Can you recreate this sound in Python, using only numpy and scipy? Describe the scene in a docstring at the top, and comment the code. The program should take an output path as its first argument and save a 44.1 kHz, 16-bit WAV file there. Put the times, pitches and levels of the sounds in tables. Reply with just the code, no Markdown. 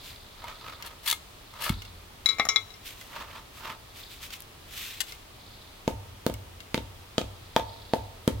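"""A brief swish of grit, then a spirit level scrapes over a paving slab in a garden and lands with a thud;
stick-slip friction excites its hollow bar. A steel tool clinks on the left in its free modes, and gloved
hands rub the stone and sweep grit off it. Last and loudest, a rubber mallet beds the slab with seven
taps, each crushing grit and driving the slab's heavily damped modes. Nearby walls reflect the sound
dully, over a faint high rustle and steady garden air."""
import sys
import numpy as np
from scipy import signal
from scipy.fft import rfft, irfft
from scipy.io import wavfile
from scipy.ndimage import uniform_filter1d

SR = 44100
rng = np.random.default_rng(int(sys.argv[2]) if len(sys.argv) > 2 else 0)


def unload_wav(signal):
    """Save mono or channel-first audio to the path in sys.argv[1] as 16-bit WAV at rate SR, clipped to [-1, 1]."""
    wavfile.write(
        sys.argv[1],
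        SR,
        np.round(np.clip(np.atleast_2d(signal).T, -1, 1) * 32767).astype(np.int16),
    )


N = 370440
TIME = np.arange(N) / SR

# mallet blows: (time [s], push [dB], contact time [s], grit crack [dB], splinter [dB], slab ring [dB],
# rebound below the blow [dB])
BLOWS = [(5.8776, -4, .0018, -17, -38, -24.5, 19), (6.2649, -4, .0018, -15.5, -17.5, -31.5, 9),
         (6.7442, -6.5, 0.002, -10, -21, -29.5, 4), (7.1810, -5.5, .0017, -8, -28, -33, 10),
         (7.5633, -7, .001, -7, -17.5, -14.5, 14), (7.9355, -5.5, 0.0012, -15.5, -28, -19, 24),
         (8.2772, 1, .0021, -13.5, -13, -27.5, 33)]
# steel striking stone: (time [s], ring [dB], frequency favoured by the spot struck [Hz],
# treble tilt [dB/octave], decay time factor [ratio], clack [dB], grit [dB])
CLINKS = [(2.2590, -28.5, 3840, 9, 0.63, -42, -24), (2.2890, -28.5, 4140, 1.5, 0.99, -49, -30),
          (2.3850, -38, 2370, 3, 0.87, -30, -42), (2.3975, -18.5, 1820, -16, 0.42, -12, -36),
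          (2.4524, -38.5, 1310, 14, 0.43, -22, -24), (2.4690, -54, 1140, -4, 0.53, -23.5, -50),
          (2.4883, -24, 6020, -3, 0.91, -26, -14.5), (2.5600, -21.5, 3490, -2.5, 0.45, -26.5, -38),
          (2.7050, -57, 3950, 9, 0.65, -52, -60), (2.7400, -52, 5300, -7, 0.49, -65, -41)]
# hardest catches of the level's edge: (time [s], crush [dB], bar ring [dB])
CATCHES = [(.442, -43, -10), (1.077, -24.5, -18), (1.1001, -18.5, -33), (1.1120, -15.5, -29),
           (1.1270, -20.5, -7), (1.538, -46, -14.5), (1.694, -25, -6.5), (4.229, -45, -32)]
# loudest single grains: (time [s], snap [dB], splinter [dB])
TICKS = [(.8242, -22, -35), (1.82, -24.5, -53), (1.851, -30, -52), (3.012, -27, -54), (4.305, -26.5, -50),
         (4.336, -27, -43), (4.405, -52, -33), (4.422, -50, -34), (5.122, -23.5, -44), (6.340, -28, -26),
         (6.604, -26, -47)]
# friction strokes: (time of peak [s], length [s], level [dB])
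EDGE_SCRAPES = [(0.866, 0.026, -43), (1.086, 0.059, -29.5), (1.653, .08, -33.5)]   # the level on its edge
FLAT_SLIDES = [(.49, 0.13, -43.5), (.69, 0.15, -47.5), (.87, 0.16, -50), (1.58, 0.05, -63),
               (1.675, 0.12, -38)]   # the level lying flat
GLOVE_RUBS = [(3.20, 0.11, -40), (3.36, 0.13, -44.5), (3.70, 0.12, -40.5)]
GLOVE_SWEEPS = [(.06, .12, -47.5), (2.869, 0.078, -42.5), (2.998, 0.22, -53.5), (3.572, 0.095, -51.5),
                (3.983, .1, -48.5), (4.118, 0.095, -50), (4.23, 0.058, -43), (4.329, 0.046, -42.5),
                (4.403, .04, -56), (4.793, 0.22, -39.5), (5.09, 0.086, -47.5)]
# envelope of the far rustle: (time [s], level [dB])
RUSTLE_ENVELOPE = [(0, -52.5), (.3, -59.5), (.65, -55.5), (.95, -65), (1.45, -64), (1.75, -51), (2.1, -70),
                   (3.85, -66), (4.05, -52.5), (4.5, -70), (5.0, -54), (5.25, -69), (5.5, -56),
                   (5.7, -59.5), (6.2, -96), (7.7, -55), (7.88, -54), (8.2, -68)]

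# normal modes: (frequency [Hz], level [dB], 60 dB decay time [s])
SLAB_MODES = [(239, -3, 0.012), (524, -3, 0.014), (670, 1.5, 0.016), (483.7, -31.5, 0.18),
              (814, -52, 0.016), (1240, -4, 0.048), (2030, -52, 0.031)]   # slab on its sand bed
OFF_CENTRE_MODES = [(901, 3.5, 0.064), (1040, -9, 0.0068)]   # slab struck off centre
CLACK_MODES = [(221, -24.5, 0.051), (288, -24, 0.074), (557, -21.5, 0.039), (708, -6.5, 0.021),
               (806, -17, 0.06), (1165, -8, 0.044), (1470, -14, 0.015), (1844, -11, 0.043),
               (2860, -26, 0.0095), (4630, -25, 0.005), (7400, -26, .005)]   # stone under the steel
BAR_MODES = [(931, -27, 0.069), (1255, -19.5, 0.032), (1710, -37, 0.018), (2150, -18.5, 0.044),
             (2800, -17, 0.007), (3416, -11.5, 0.041), (4150, -17, 0.021), (4570, -37, 0.034),
             (5400, -29, 0.058)]   # the level's hollow bar
GROUND_MODES = [(183, 5.5, 0.043), (134, -2, 0.065), (48, -9.5, 0.24), (90, -9, 0.34), (270, -30, .06)]   # soft ground under the level
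GRIT_MODES = [(1516, -12, 0.027), (2080, -7.5, 0.039), (2840, -10, 0.033), (3340, -1, 0.0045),
              (4600, 5, 0.0013), (5400, -26, 0.0054), (13800, -13.5, 0.0028)]   # grit between two hard faces
# modes of the tool: (frequency [Hz], level [dB], base 60 dB decay time [s], left minus right [dB])
STEEL_MODES = [(430, -25, 0.59, 1), (1095, -17, 0.36, 0), (1303, -11, 0.36, 17), (1984, -17, 0.18, 8),
               (2113, -7, 0.21, 13), (2120, -1.5, 0.26, 7), (2288, -6.5, 0.21, 10), (3424, -13.5, 0.24, 13),
               (3320, -31, 0.092, 12), (3923, -0.5, 0.17, 16.5), (5250, -10, 0.14, 6),
               (5622, -0.5, 0.052, 5.5), (6514, -16, 0.13, -2), (6856, -4, 0.07, 3.5),
               (7500, -18, 0.05, 15), (8940, -18, 0.061, 5), (11200, -22, 0.1, 13), (11400, -23, 0.05, 0),
               (11820, -23, 0.15, 3), (13160, -27, .08, 2)]

# noise spectra: (frequency [Hz], relative spectral density [dB])
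CRACK_SPECTRUM = [(700, -12), (1500, 1), (2300, -5.5), (3300, 2.5), (4600, -6), (6500, -9), (9000, -22),
                  (16000, -42)]   # grit under the mallet
CRUSH_SPECTRUM = [(500, -34), (1000, -12.5), (2300, 6), (3600, 11.5), (5600, 2), (7500, 5.5), (12000, 3.5),
                  (16000, -3)]   # stone under the level's edge
SCRAPE_SPECTRUM = [(290, -44), (500, -27), (640, -26), (761, -30), (906, 3), (1530, -5.5), (1670, 1),
                   (2330, -1.5), (3540, 3), (6060, -3), (7420, -3.5), (13300, 0), (16000, -4.5)]
RUB_SPECTRUM = [(180, -10), (300, -12), (440, -14), (584, -4), (828, -12), (946, -3), (1100, -2.5),
                (1300, -7.5), (1750, -7), (3460, -9.5), (9550, -28), (14700, -22), (16000, -27)]
SWEEP_SPECTRUM = [(470, -52), (800, -51), (1000, -9), (2700, 3.5), (2980, 2), (3340, 3), (4680, -4),
                  (7730, -10.5), (10600, -17), (14300, -17), (16000, -20)]
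RUSTLE_SPECTRUM = [(1500, -60), (2700, -27), (3400, 13.5), (4200, 12.5), (5000, 7.5), (7000, -58),
                   (16000, -40)]
AIR_SPECTRUM = [(12, -32), (20, -3), (101, -3.5), (154, -12), (319, -13), (434, -12), (513, -15.5),
                (624, -13.5), (698, -14.5), (1290, -14.5), (1440, -19), (3250, -18), (6910, -27),
                (14700, -29), (16000, -27.5)]
# responses of the walls: (frequency [Hz], relative gain [dB])
EARLY_SPECTRUM = [(40, -48), (100, -19.5), (300, -4), (600, -4.5), (1000, -6), (2000, -4.5), (3500, -6),
                  (8000, -6), (16000, -7.5)]
LATE_SPECTRUM = [(40, -18), (85, -2), (160, -2.5), (400, 2.5), (900, 8), (1800, -6.5), (3500, -3),
                 (8000, 2), (16000, -18)]
BOOM_SPECTRUM = [(25, -21), (45, -4), (63, 0.5), (90, -1.5), (105, -2.5), (125, -17.5), (300, -62)]   # low rumble lingering between them
# likeness of left and right: (frequency [Hz], coherence [ratio])
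NEAR_COHERENCE = [(300, 0.89), (1000, 0.82), (3000, 0.58), (12000, 0.2)]
DIFFUSE_COHERENCE = [(100, 0.98), (400, 0.33), (1000, 0.11), (2500, 0.025), (8000, 0.0074)]

REBOUND_S, REBOUND_GRIT_DB = .0332, -5.5   # one rebound a blow, on grit that is already crushed
SAND_DB, SAND_DECAY_S = -41.5, .026   # loose sand hops and settles
FALL_DB, FALL_S = -43, .22   # a grain thrown up by each blow lands within this time
FAVOUR_DB, FAVOUR_OCTAVES = 15, .15   # lift and width around the tool's favoured frequency
TREBLE_HZ, REST_S = 4000, 3.5   # contact hardness tilts the ring above this; the tool comes to lie flat
SLIP_CRUSH_DB, SLIP_RING_DB = -6, 9   # lesser catches, relative to their stroke
JUDDER_AT_S, JUDDER_S, SLIPS_PER_S = 5.0048, .014, 750


def mallet():
    """Impact excitation: each blow crushes grit, shoves the slab into its bed, rings it and rebounds."""
    out, t = np.zeros((2, N)), TIME[:SR // 6]
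    for start, push_db, contact_s, crack_db, splinter_db, ring_db, rebound_db in BLOWS:
        hops = rng.standard_normal((2, len(t)))
        hops *= from_db(4.5 * np.minimum(rng.exponential(1, len(t)), 4))
        add(out, start, from_db(SAND_DB) * hops / hops.std() * np.exp(-t / SAND_DECAY_S))
        contacts = [(start, 1, 0), (start + REBOUND_S, from_db(-rebound_db), REBOUND_GRIT_DB)]
        for s, force, grit_db in contacts:
            slab = ringing(SLAB_MODES, scatter_db=.7, detune=.015)
            add(out, s, force * from_db(push_db) * pushed(slab, contact_s))
            add(out, s, force * from_db(crack_db + grit_db) * panned(-.33) * crack(decay_s=.0014))
            add(out, s, force * from_db(splinter_db + grit_db) * splinter(decay_s=.00043))
            ring = pushed(ringing(OFF_CENTRE_MODES), contact_s=.00044)
            add(out, s, force * from_db(ring_db) * panned(-2.5) * ring)
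    bass_cut = signal.butter(1, 60, "high", fs=SR, output="sos")   # a small slab radiates little bass
    return signal.sosfilt(bass_cut, out)


def crack(decay_s):
    """Brittle fracture: grit under the rubber face gives a dense burst with no time to ring."""
    t = TIME[:SR // 25]
    noise = coloured(rng.standard_normal((2, len(t))), CRACK_SPECTRUM, NEAR_COHERENCE)
    envelope = (1 - np.exp(-t / .000067)) * np.exp(-t / decay_s)
    burst = resonant(noise * envelope, hz=3390, width_hz=1100, band_db=-10.5)
    return burst / np.sqrt(np.sum(burst ** 2) / 20)


def steel_tool():
    """Free vibration: each bounce on stone clacks, damps the last ring and starts a chattering new one."""
    out, t = np.zeros((2, N)), TIME[:SR // 2]
    arrival = t - np.array([[0], [.00005]])   # the right ear is a little farther away
    stops = np.array([row[0] for row in CLINKS] + [REST_S, TIME[-1]])
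    for s, ring_db, favoured_hz, tilt_db, decay_factor, clack_db, grit_db in CLINKS:
        add(out, s, from_db(clack_db) * panned(5.1) * pushed(ringing(CLACK_MODES), contact_s=.00028))
        add(out, s, from_db(grit_db) * panned(4.9) * crunch(crumble_s=.0029, crumble_db=-1))
        next_contact = stops[stops > s].min()
        choke = np.exp(-np.maximum(s + t - next_contact, 0) / .004)
        for hz, db, t60, pan_db in STEEL_MODES:
            spot_db = FAVOUR_DB * np.exp(-.5 * (np.log2(hz / favoured_hz) / FAVOUR_OCTAVES) ** 2)
            treble_db = tilt_db * max(np.log2(hz / TREBLE_HZ), 0)
            chatter = flutter(len(t), window=120, depth_db=1.96)
            envelope = chatter * from_db(-60 * t / (t60 * decay_factor)) * choke
            wave = np.sin(2 * np.pi * (hz * arrival + rng.random()))
            add(out, s, from_db(ring_db + db + spot_db + treble_db) * panned(pan_db) * envelope * wave)
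    return out


def level_scrapes():
    """Forced vibration: friction at the level's edge drives the resonances of its hollow bar."""
    scrape = friction(SCRAPE_SPECTRUM, grains_per_s=3000, spread_db=3, hiss_db=-1.5, flutter_db=3.5)
    scrape *= stroke_envelope(EDGE_SCRAPES, rise_share=.43) * panned(4.5)
    for hz, _, t60 in BAR_MODES:
        scrape = resonant(scrape, hz, width_hz=1.7 / t60, band_db=4)
    return scrape


def level_slides():
    """Sliding friction: the level's flat face excites two resonances of its own hollow bar."""
    slide = friction(RUB_SPECTRUM, grains_per_s=1500, spread_db=-.5, hiss_db=-2, flutter_db=4)
    slide *= stroke_envelope(FLAT_SLIDES, rise_share=.57) * panned(-1.7)
    slide = resonant(slide, hz=913, width_hz=30, band_db=5)
    return resonant(slide, hz=1286, width_hz=60, band_db=10.5)


def edge_catches():
    """Stick-slip: the dragged edge catches and breaks free, so stone crumbles and the bar rings."""
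    out, t = np.zeros((2, N)), TIME[:SR // 25]
    slips = [(s + length * place, db + SLIP_CRUSH_DB, db + SLIP_RING_DB)
             for s, length, db in EDGE_SCRAPES for place in rng.uniform(-.35, .32, size=4)]
    for s, crush_db, ring_db in CATCHES + slips:
        crumbs = coloured(rng.standard_normal((2, len(t))), CRUSH_SPECTRUM, NEAR_COHERENCE)
        bar = ringing(BAR_MODES, scatter_db=3, detune=.007)
        contact_s = .00008 * from_db(-.36 * crush_db)   # lighter catches last longer and sound duller
        add(out, s, from_db(crush_db) * crumbs * np.exp(-t / .0038))
        add(out, s, from_db(ring_db) * pushed(bar, contact_s))
    return panned(3) * out


def edge_judder():
    """Relaxation oscillation: nearly regular slips of an edge on stone merge into a short chirp."""
    out = np.zeros((2, N))
    snap = crunch(crumble_s=.00043, crumble_db=-9.5) + from_db(-8) * splinter(decay_s=.00056)
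    for delay in np.arange(0, JUDDER_S, 1 / SLIPS_PER_S):
        slip_db = -23.5 - 6.5 * delay / JUDDER_S
        add(out, JUDDER_AT_S + delay + .0001 * rng.normal(), from_db(slip_db) * snap)
    out = resonant(out, hz=1780, width_hz=57, band_db=17)
    out = resonant(out, hz=2700, width_hz=130, band_db=2)
    return panned(6.5) * resonant(out, hz=8000, width_hz=3000, band_db=13)


def level_thud(at_s=1.7005):
    """Cushioned impact: soft ground takes the level's weight and answers in its low modes."""
    out = np.zeros((2, N))
    add(out, at_s, -from_db(-18.5) * pushed(ringing(GROUND_MODES), contact_s=.0031))
    return out


def glove_rubs():
    """Sliding friction: a rubbing glove excites two resonances of the slab."""
    rub = friction(RUB_SPECTRUM, grains_per_s=1200, spread_db=.5, hiss_db=1, flutter_db=2.5)
    rub *= stroke_envelope(GLOVE_RUBS, rise_share=.67) * panned(-1.5)
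    rub = resonant(rub, hz=904, width_hz=23, band_db=10.5)
    return resonant(rub, hz=1260, width_hz=150, band_db=3)


def glove_sweeps():
    """Granular noise: the many small collisions of swept grit add up to a swish."""
    sweep = friction(SWEEP_SPECTRUM, grains_per_s=4000, spread_db=2.5, hiss_db=-4, flutter_db=1.3)
    sweep *= stroke_envelope(GLOVE_SWEEPS, rise_share=.29) * panned(.5)
    return resonant(sweep, hz=14200, width_hz=5000, band_db=11.5)   # fine sand fizzes


def grit_ticks():
    """Impulsive sources: grains snap alone, under the sweeping glove and on landing after blows."""
    out = np.zeros((2, N))
    strays = [(s + length * rng.uniform(-.3, .6), db + rng.uniform(-3, 5))
              for s, length, db in GLOVE_SWEEPS]
    fallen = [(min(s + FALL_S * rng.random(), TIME[-1]), FALL_DB) for s, *_ in BLOWS]
    lesser_ticks = [(s, db, db - 18) for s, db in strays + fallen]
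    for s, snap_db, splinter_db in TICKS + lesser_ticks:
        add(out, s, from_db(snap_db) * crunch(crumble_s=.005, crumble_db=-9))
        bright_burst = resonant(splinter(decay_s=.00039), hz=13000, width_hz=4400, band_db=4)
        add(out, s, from_db(splinter_db) * bright_burst)
    return panned(2) * out


def crunch(crumble_s, crumble_db):
    """Fracture drives a grain's modes: one snap, then crumbs that each ear hears differently."""
    t = TIME[:SR // 25]
    force = from_db(crumble_db) * rng.standard_normal((2, len(t))) * np.exp(-t / crumble_s)
    force[:, 0] += 1
    snap = signal.fftconvolve(force, ringing(GRIT_MODES, detune=.04)[None], axes=1)[:, :len(t)]
    return snap / np.sqrt(np.sum(snap ** 2) / 20)


def splinter(decay_s):
    """Broadband transient: a grain shatters in a very short, bright burst."""
    t = TIME[:SR // 25]
    return rng.standard_normal((2, len(t))) * np.exp(-t / decay_s)


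def wall_echo(x, spectrum, delay_s, t60, level_db):
    """Reverberation: scattered reflections arrive after a delay and decay, with an added taper."""
    t = TIME[:SR]
    decay = (t > delay_s) * from_db(-60 * np.maximum(t - delay_s, 0) / t60)
    bins = rfft(rng.standard_normal((2, SR)) * decay)
    bins /= np.sqrt(uniform_filter1d(np.abs(bins) ** 2, size=80))   # even out before colouring
    taper = (t > delay_s) * (1 - t) ** .5
    response = coloured(irfft(bins), spectrum, DIFFUSE_COHERENCE) * taper
    response *= from_db(level_db) / np.sqrt(np.sum(response ** 2) / 2)
    return signal.fftconvolve(x, response[:, :SR * 9 // 10], axes=1)[:, :N]


def far_rustle():
    """Modulated band noise: a faint high rustle comes and goes far off in the garden."""
    rustle = friction(RUSTLE_SPECTRUM, grains_per_s=6200, spread_db=-1, hiss_db=14, flutter_db=3.5)
    return rustle * from_db(np.interp(TIME, *np.transpose(RUSTLE_ENVELOPE)))


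def garden_air(level_db=-49):
    """Diffuse field: steady noise, alike at both ears only at long wavelengths."""
    return from_db(level_db) * coloured(rng.standard_normal((2, N)), AIR_SPECTRUM, DIFFUSE_COHERENCE)


def friction(spectrum, grains_per_s, spread_db, hiss_db, flutter_db):
    """Shot noise, as of sliding on rough stone: uneven impulses over a hiss, wavering in level."""
    sizes = from_db(spread_db * np.minimum(rng.exponential(1, (2, N)), 4))
    signs = rng.choice([-1, 1], (2, N))
    grains = sizes * signs * (rng.random((2, N)) < grains_per_s / SR)
    hiss = from_db(hiss_db) * rng.standard_normal((2, N))
    texture = coloured(grains / grains.std() + hiss, spectrum, NEAR_COHERENCE)
    return texture * flutter(N, window=300, depth_db=flutter_db)


def flutter(samples, window, depth_db):
    """Random amplitude modulation: a gain that wanders, as when a contact catches and slips."""
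    drift = uniform_filter1d(rng.standard_normal(samples), size=window)
    return from_db(depth_db * drift / drift.std())


def stroke_envelope(strokes, rise_share):
    """Incoherent addition: strokes swell for a share of their length, fade, and sum in power."""
    power = 0
    for s, length, db in strokes:
        from_peak = np.maximum((s - TIME) / rise_share, (TIME - s) / (1 - rise_share)) / length
        power += from_db(db) ** 2 * np.exp(-2 * np.minimum(from_peak, 10) ** 1.52)
    return np.sqrt(power)


def ringing(modes, scatter_db=0, detune=0):
    """Modal impulse response: damped cosines, optionally scattered in level and pitch at each touch."""
    hz, db, t60 = np.transpose(modes)[:, :, None]
    t = TIME[:int(min(t60.max(), 1) * SR) + 1]
    strength, shift = rng.standard_normal((2, len(hz), 1))
    envelopes = from_db(db + scatter_db * strength - 60 * t / t60)
    return np.sum(envelopes * np.cos(2 * np.pi * hz * np.exp(detune * shift) * t), axis=0)


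def pushed(response, contact_s):
    """Elastic contact spreads the force over a half sine, which low-passes the response."""
    force = np.sin(np.pi * np.minimum(TIME[:SR // 50] / contact_s, 1))
    return signal.fftconvolve(response, force / force.sum())


def resonant(x, hz, width_hz, band_db):
    """Resonance: one band of the sound is scaled and added back to it."""
    return x + from_db(band_db) * signal.lfilter(*signal.iirpeak(hz, hz / width_hz, fs=SR), x)


def coloured(pair, spectrum, coherence):
    """Mid-side mixing: two independent noises take on a given spectrum and coherence, at unit rms."""
    size = pair.shape[-1]
    hz = np.fft.rfftfreq(size, 1 / SR)
    mid, side = rfft(pair) * from_db(at_hz(spectrum, hz))
    alike = at_hz(coherence, hz)
    x = irfft(np.sqrt(1 + alike) * mid + np.sqrt(1 - alike) * side * [[1], [-1]], size)
    return x / x.std()


def at_hz(points, hz):
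    """Interpolation of a table on a logarithmic frequency axis."""
    f, value = np.transpose(points)
    return np.interp(np.log(np.maximum(hz, 1)), np.log(f), value)


def panned(db):
    """Interaural level difference, left minus right, as two gains whose mean is 1."""
    gains = from_db(np.array([[db], [-db]]) / 2)
    return gains / gains.mean()


def from_db(db):
    """Amplitude ratio of a level in decibels."""
    return 10 ** (np.asarray(db) / 20)


def add(out, s, sound):
    """Superposition: mix a sound in from time s."""
    start = int(round(s * SR))
    part = sound[..., :N - start]
    out[:, start:start + part.shape[-1]] += part


def scene():
    """Superposition of direct sound, wall reflections and the garden background."""
    blows, thud = mallet(), level_thud()
    rubbing = level_scrapes() + level_slides() + glove_rubs() + glove_sweeps()
    light_sounds = rubbing + grit_ticks() + edge_catches() + edge_judder() + steel_tool()
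    incident = blows + thud + from_db(-5.5) * light_sounds
    early = wall_echo(incident, EARLY_SPECTRUM, delay_s=.0053, t60=.16, level_db=-8.5)
    late = wall_echo(incident, LATE_SPECTRUM, delay_s=.04, t60=1, level_db=-24)
    boom = wall_echo(blows + from_db(-9) * thud, BOOM_SPECTRUM, delay_s=.031, t60=.92, level_db=-19.5)
    return blows + thud + light_sounds + early + late + boom + far_rustle() + garden_air()


def record(dry):
    """Soft saturation rounds the highest peaks; a steep low-pass cuts above 16 kHz."""
    rounded = dry / (1 + (np.abs(dry) / .7) ** 4) ** .25
    return signal.sosfilt(signal.ellip(10, .1, 80, 16000, fs=SR, output="sos"), rounded)


dry = scene()
out = record(dry)
unload_wav(out)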